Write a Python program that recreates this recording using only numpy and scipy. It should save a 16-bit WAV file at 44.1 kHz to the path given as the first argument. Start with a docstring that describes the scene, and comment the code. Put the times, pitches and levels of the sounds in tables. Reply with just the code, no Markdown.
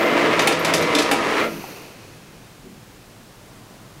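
"""A cash dispenser whirs and rattles through a test in a quiet room.
Its motor hums while its gears and belts shake the open cabinet with many tiny impacts.
Latches clack and small springs ping along the way. The drive stops, the rollers coast with a fading
hiss, a catch drops with a small tock, and later a soft low bump sounds over the room's air."""
import sys
import numpy as np
from scipy import signal
from scipy.fft import rfft, irfft
from scipy.io import wavfile

SR = 44100
rng = np.random.default_rng(int(sys.argv[2]) if len(sys.argv) > 2 else 0)


def generate_wav(sig):
    """Save sig (samples, or channels by samples) to the path in sys.argv[1] as 16-bit PCM at SR."""
    pcm = np.round(np.clip(np.atleast_2d(sig).T, -1, 1) * 32767).astype(np.int16)
    wavfile.write(sys.argv[1], SR, pcm)


N = 176400
T = np.arange(N) / SR
FREQS = np.fft.rfftfreq(N, 1 / SR)
TONE_JITTER_HZ = 5.86  # how far a motor tone strays from its pitch
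CRACK_RISE_S = 0.0023  # how long a clack takes to reach its peak

# How loud the drive runs. Each row: time in seconds, rumble and hum in relative dB, rattle in relative dB.
DRIVE_LEVELS = [(0, 1.5, -2), (.2, 0.5, 0.5), (.39, -1.5, 1.5), (.52, 0, -1.5), (.58, -5, -3.5),
                (.68, -5, 0), (.79, 0.5, -3.5), (.9, -2.5, -1), (1.0, -1.5, -3), (1.07, -4.5, -3),
                (1.2, -3.5, -5), (1.33, -6, 0.5), (1.44, -1.5, -1), (1.51, -13, -23), (1.6, -35, -34),
                (1.68, -37, -47), (1.9, -70, -75)]


def gears():
    """Gear teeth hit in quick succession, pulsing with the shafts, and shake the cabinet and frame."""
    # Regular pulses of teeth and belts. Each row: pulses per second, depth from 0 to 1.
    pulses = [(19.5, 0.06), (50.3, 0.02), (96.3, 0.07), (129, 0)]
    # The cabinet's low rumble. Each row: frequency in Hz, strength in relative dB.
    rumble_spectrum = [(30, -46), (70, -31), (110, -23), (190, -21.5), (290, -0.5), (385, -3.5), (470, 1),
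                       (560, -3), (660, 2), (880, -24), (2000, -11.5), (16000, -67)]
    # The frame's brighter rattle. Each row: frequency in Hz, strength in relative dB.
    rattle_spectrum = [(100, -35), (450, -2), (700, -2.5), (880, 0), (1000, 4), (1350, 1.5), (1480, -3),
                       (1700, 0.5), (2250, -1), (2900, -5.5), (4500, -14.5), (7000, -23), (11000, -31.5),
                       (16000, -39)]
    pulse = amp(drift(width_hz=30))  # a random flutter of about 1 dB
    for rate, depth in pulses:
        pulse *= 1 + depth * np.cos(2 * np.pi * (rate * T + rng.random()))
    teeth = grains(per_s=1800, spread_db=2.5) + rng.standard_normal(N)
    rumble = colour(pulse * rng.standard_normal(N), rumble_spectrum)
    rattle = colour(pulse * teeth, rattle_spectrum)
    return (amp(-22.5) * level(DRIVE_LEVELS, column=1) * rumble
            + amp(-22) * level(DRIVE_LEVELS, column=2) * rattle)


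def motor():
    """Wavering tones follow one shaft's speed, and a low hum holds briefly while the motor brakes."""
    # Tones of the running motor and gears. Each row: pitch in Hz, level in dB at a drive level of 0 dB.
    running_tones = [(224, -36.5), (238, -42), (284, -37), (305, -38), (339, -31), (422, -33), (455, -32),
                     (482, -38), (508, -34), (581, -34), (631, -38.5), (665, -43.5), (781, -40.5),
                     (962, -35.5), (1014, -42.5), (1058, -57), (1249, -35), (1320, -39), (1372, -35.5),
                     (1739, -50), (2073, -35.5), (2290, -40)]
    # The hum while braking. Each row: pitch in Hz, level in dB.
    braking_tones = [(169, -38.5), (224, -44.5), (283, -35), (335, -39.5)]
    speed = 1 + 0.00248 * drift(width_hz=13.2)

    def tone(hz):
        """One tone whose pitch and loudness wander a little."""
        cycles = np.cumsum(hz * speed + TONE_JITTER_HZ * drift(width_hz=52.5)) / SR
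        waver_db = 3 * drift(width_hz=6.5)
        return unit(amp(waver_db) * np.sin(2 * np.pi * (cycles + rng.random())))

    brake_from_s, brake_to_s, fade_s = 1.45, 1.61, 0.012
    brake_on = np.clip(np.minimum(T - brake_from_s, brake_to_s - T) / fade_s, 0, 1)
    running = sum(amp(db) * tone(hz) for hz, db in running_tones)
    braking = sum(amp(db) * tone(hz) for hz, db in braking_tones)
    return level(DRIVE_LEVELS, column=1) * running + brake_on * braking


def latches():
    """Each blow is a short clatter of metal parts that rings the latch and two panels."""
    # Latch blows. Each row: start in seconds, crack level in dB, decay in seconds, body boost in dB,
    # treble boost in dB, low panel's ring in dB, high panel's ring in dB.
    clacks = [(.392, -16, 0.0096, 2.5, -8, -40, -42), (0.4717, -16, 0.0088, 6.5, 4.5, -29, -22.5),
              (0.522, -24, 0.011, 4, -2, -25, -45), (0.6466, -16.5, 0.0065, 3, -1, -37, -48),
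              (0.7364, -15, 0.011, 2.5, 1, -30, -47), (0.778, -24, .005, -6, -2, -38, -43),
              (.823, -22.5, 0.0098, -7, -7, -40, -45), (0.949, -13.5, 0.0067, -9, -5, -17, -35),
              (0.9848, -16.5, 0.013, -1, -3, -18.5, -31.5), (1.02, -25, 0.0082, -7, 1, -39, -43),
              (1.1122, -20, 0.0078, 10, 7, -20, -18.5), (1.134, -29, 0.0053, 1, 4, -27.5, -39)]
    # The clatter of metal. Each row: frequency in Hz, strength in relative dB.
    clatter_spectrum = [(80, -21), (250, -1.5), (700, 1.5), (1200, -7.5), (2100, 4), (3200, 1), (5500, -2),
                        (8000, -6.5), (10500, -9.5), (13000, -15.5), (16000, -21)]
    # The notes a latch rings at. Each row: pitch in Hz, level in relative dB.
    latch_notes = [(2450, -0.5), (3600, -1.5), (4900, -8), (6900, -26), (8000, -14), (10400, -13)]
    # The low and the high panel. Each row: pitch in Hz, seconds to fade by 60 dB.
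    panels = [(286, 0.26), (797, 0.28)]
    clatter = colour(grains(per_s=14000, spread_db=-0.5), clatter_spectrum)
    body = keep_below(clatter, hz=2980)
    treble = clatter - keep_below(clatter, hz=7500)
    out = np.zeros(N)
    for start, db, decay, body_db, treble_db, *panel_dbs in clacks:
        crack = clatter + (amp(body_db) - 1) * body + (amp(treble_db) - 1) * treble
        out += amp(db) * blow(start, CRACK_RISE_S, decay) * crack
        for hz, note_db in latch_notes:
            pitch = hz * (1 + 0.031 * rng.standard_normal())  # no two blows ring quite alike
            out += amp(db + note_db - 6.5) * ring(start, CRACK_RISE_S, pitch, fade_s=0.065)
        for (hz, fade_s), panel_db in zip(panels, panel_dbs):
            out += amp(panel_db) * ring(start, rise_s=0.0048, hz=hz, fade_s=fade_s)
    return out


def snap():
    """The hardest latch blow opens with a stiff part snapping home."""
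    burst = blow(start_s=0.9502, rise_s=CRACK_RISE_S, decay_s=0.0028)
    return amp(-14.5) * burst * band(hz=3880, width_hz=1700)


def springs():
    """Small springs tick and ping, very high, between the blows."""
    # Spring pings. Each row: start in seconds, level in dB, pitch in Hz.
    pings = [(.419, -40, 12100), (.5926, -39, 12100), (.676, -44, 12080), (.766, -39, 12500),
             (.8131, -41, 12100)]
    tick_noise = amp(1) * band(hz=10500, width_hz=5000)
    out = np.zeros(N)
    for start, db, hz in pings:
        ping = blow(start, rise_s=0.002, decay_s=0.012) * band(hz, width_hz=600)
        tick = blow(start, rise_s=0.001, decay_s=0.003) * tick_noise
        out += amp(db) * (ping + tick)
    return out


def motor_bass():
    """The motor's lowest tone and a low drone swell and ease together."""
    # The swell of the bass. Each row: time in seconds, level in relative dB.
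    swell = [(0, -36), (.2, -35.5), (.37, -32.5), (.44, -32.5), (.54, -31), (.63, -34), (.73, -29),
             (.83, -31.5), (.88, -34.5), (1.08, -46), (1.3, -37.5), (1.46, -41), (1.62, -46), (1.75, -72)]
    # The low drone. Each row: frequency in Hz, strength in relative dB.
    drone_spectrum = [(25, -38), (65, -23), (98, -3.5), (140, -0.5), (168, 3), (190, -3.5), (300, -21),
                      (2000, -70)]
    drone = amp(-5.5) * colour(rng.standard_normal(N), drone_spectrum)
    pitch_hz = 168.1 + TONE_JITTER_HZ * drift(width_hz=47)
    tone = amp(-5) * unit(np.sin(2 * np.pi * np.cumsum(pitch_hz) / SR))
    return level(swell) * (drone + tone)


def rollers():
    """Spinning rollers hiss with a faint ring and belts sizzle; both fade after the drive stops."""
    # How loud the rollers are. Each row: time in seconds, level in dB.
    hiss_levels = [(0, -43), (1.2, -32), (1.45, -36), (1.62, -36.5), (1.79, -39), (1.87, -42.5),
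                   (1.96, -45.5), (2.07, -46), (2.2, -50.5), (2.5, -55.5), (2.9, -80)]
    # The rollers' hiss. Each row: frequency in Hz, strength in relative dB.
    hiss_spectrum = [(100, -4), (200, 3.5), (430, 6), (650, 0), (1200, -3.5), (1900, -6), (2650, -3),
                     (3500, -13), (4400, -7.5), (5100, -12), (6100, -9.5), (7700, -20.5), (10000, -16),
                     (16000, -40)]
    # How loud the belts are. Each row: time in seconds, level in dB.
    sizzle_levels = [(0, -42), (.4, -68), (1.2, -66), (1.45, -46.5), (1.7, -47), (1.82, -53), (1.95, -61),
                     (2.3, -85)]
    # The belts' thin sizzle. Each row: frequency in Hz, strength in relative dB.
    sizzle_spectrum = [(6000, -35), (11500, -7), (12600, -5), (13700, 0), (14700, -12), (16000, -8)]
    hiss = colour(grains(per_s=9000, spread_db=-1), hiss_spectrum)
    faint_ring = amp(-15) * band(hz=2536, width_hz=250)
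    sizzle = colour(rng.standard_normal(N), sizzle_spectrum)
    return level(hiss_levels) * (hiss + faint_ring) + level(sizzle_levels) * sizzle


def catch():
    """A catch drops with a small dry tock once the drive has stopped."""
    # The notes of the tock. Each row: pitch in Hz, level in dB, seconds to fade by 60 dB.
    notes = [(784, -24.5, 0.031), (890, -27.5, 0.036), (1110, -31, 0.022)]
    return sum(amp(db) * ring(start_s=1.6403, rise_s=0.0013, hz=hz, fade_s=fade_s)
               for hz, db, fade_s in notes)


def bump():
    """A soft, dull bump sounds somewhere in the room."""
    # The bump's low bands of noise. Each row: centre in Hz, level in dB.
    low_bands = [(200, -41.5), (255, -45), (365, -46), (480, -53)]
    thud = sum(amp(db) * band(hz, width_hz=47) for hz, db in low_bands)
    return blow(start_s=2.632, rise_s=0.046, decay_s=0.082) * thud


def room_echo(x):
    """The room answers a sound with a short, smooth echo whose highest treble dies first."""
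    # How long the echo lasts. Each row: frequency in Hz, seconds to fade by 60 dB.
    fade_times = [(100, .35), (1000, 0.22), (5000, 0.39), (15000, 0.11)]
    hz, t, noise = signal.stft(rng.standard_normal(SR // 2), SR, nperseg=256)
    fade = amp(-60 * t / look_up(fade_times, hz)[:, None])
    tail = signal.istft(noise * fade, SR, nperseg=256)[1]
    tail *= np.minimum(T[:len(tail)] / 0.0045, 1)  # the echo builds up over 4.5 ms
    return signal.fftconvolve(x, tail / np.linalg.norm(tail))[:N]


def air():
    """The room's air murmurs almost steadily, and a faint rush rises near the end."""
    # How loud the air is. Each row: time in seconds, level in dB.
    air_levels = [(0, -48), (2.4, -45), (3.1, -45), (3.95, -44.5)]
    # The air's deep murmur. Each row: frequency in Hz, strength in relative dB.
    air_spectrum = [(12, -31), (20, -10.5), (44, -4), (76, -13), (106, 1), (148, -2), (180, -3.5),
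                    (393, -10), (649, -12.5), (881, -15.5), (1200, -16), (1580, -18), (6360, -24.5),
                    (15500, -32)]
    # How loud the late rush is. Each row: time in seconds, level in dB.
    rush_levels = [(3.1, -82), (3.35, -61), (3.65, -54), (3.95, -57)]
    murmur = level(air_levels) * colour(rng.standard_normal(N), air_spectrum)
    return murmur + level(rush_levels) * band(hz=850, width_hz=1300)


def amp(db):
    """Turns decibels into a number to multiply by."""
    return 10 ** (np.asarray(db) / 20)


def unit(x):
    """Scales a signal to an average strength (rms) of 1."""
    return x / np.sqrt(np.mean(x ** 2) + 1e-20)


def level(rows, column=1):
    """Turns rows of times and dB levels into a volume curve."""
    rows = np.array(rows)
    return amp(np.interp(T, rows[:, 0], rows[:, column]))


def look_up(rows, hz):
    """Finds a table's value at any frequency, blending between rows by musical distance."""
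    row_hz, values = np.transpose(rows)
    return np.interp(np.log(hz + 1), np.log(row_hz + 1), values)


def colour(x, spectrum):
    """Shapes the lows and highs of a sound, then scales it to strength 1."""
    return unit(irfft(rfft(x) * amp(look_up(spectrum, FREQS)), N))


def keep_below(x, hz):
    """Keeps the part of a sound that lies below a frequency."""
    return irfft(rfft(x) / (1 + (FREQS / hz) ** 8), N)


def band(hz, width_hz):
    """Noise gathered around one frequency."""
    return unit(irfft(rfft(rng.standard_normal(N)) / (1 + (2 * (FREQS - hz) / width_hz) ** 4), N))


def drift(width_hz):
    """A random wander around zero; wider means quicker."""
    return band(0, width_hz)


def grains(per_s, spread_db):
    """Tiny impacts of uneven size at random moments."""
    hits = rng.random(N) < per_s / SR
    signs = rng.choice([-1., 1.], N)
    sizes = amp(spread_db * np.minimum(rng.exponential(1, N), 4))
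    return unit(hits * signs * sizes)


def blow(start_s, rise_s, decay_s):
    """The volume curve of a hit: a straight rise, then a fall to about a third every decay_s."""
    t = np.maximum(T - start_s, 0)
    return np.minimum(t / rise_s, 1) * np.exp(-np.maximum(t - rise_s, 0) / decay_s)


def ring(start_s, rise_s, hz, fade_s):
    """One note of a struck part, dropping by 60 dB in fade_s."""
    return blow(start_s, rise_s, fade_s / np.log(1000)) * np.sin(2 * np.pi * hz * (T - start_s))


def scene():
    """The machine, the echo of its sharp hits, the bump and the room's air, in one channel."""
    hits = latches() + snap() + springs()
    drive = gears() + motor() + motor_bass() + rollers()
    echo = amp(-3.5) * room_echo(hits)
    return (drive + hits + echo + catch() + bump() + air())[None]


def record(dry):
    """Cuts away the very highest treble, above 15800 Hz."""
    treble_cut = signal.firwin(801, 15800, window=("kaiser", 9), fs=SR)
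    return signal.oaconvolve(dry, treble_cut[None], "same")


dry = scene()
out = record(dry)
generate_wav(out)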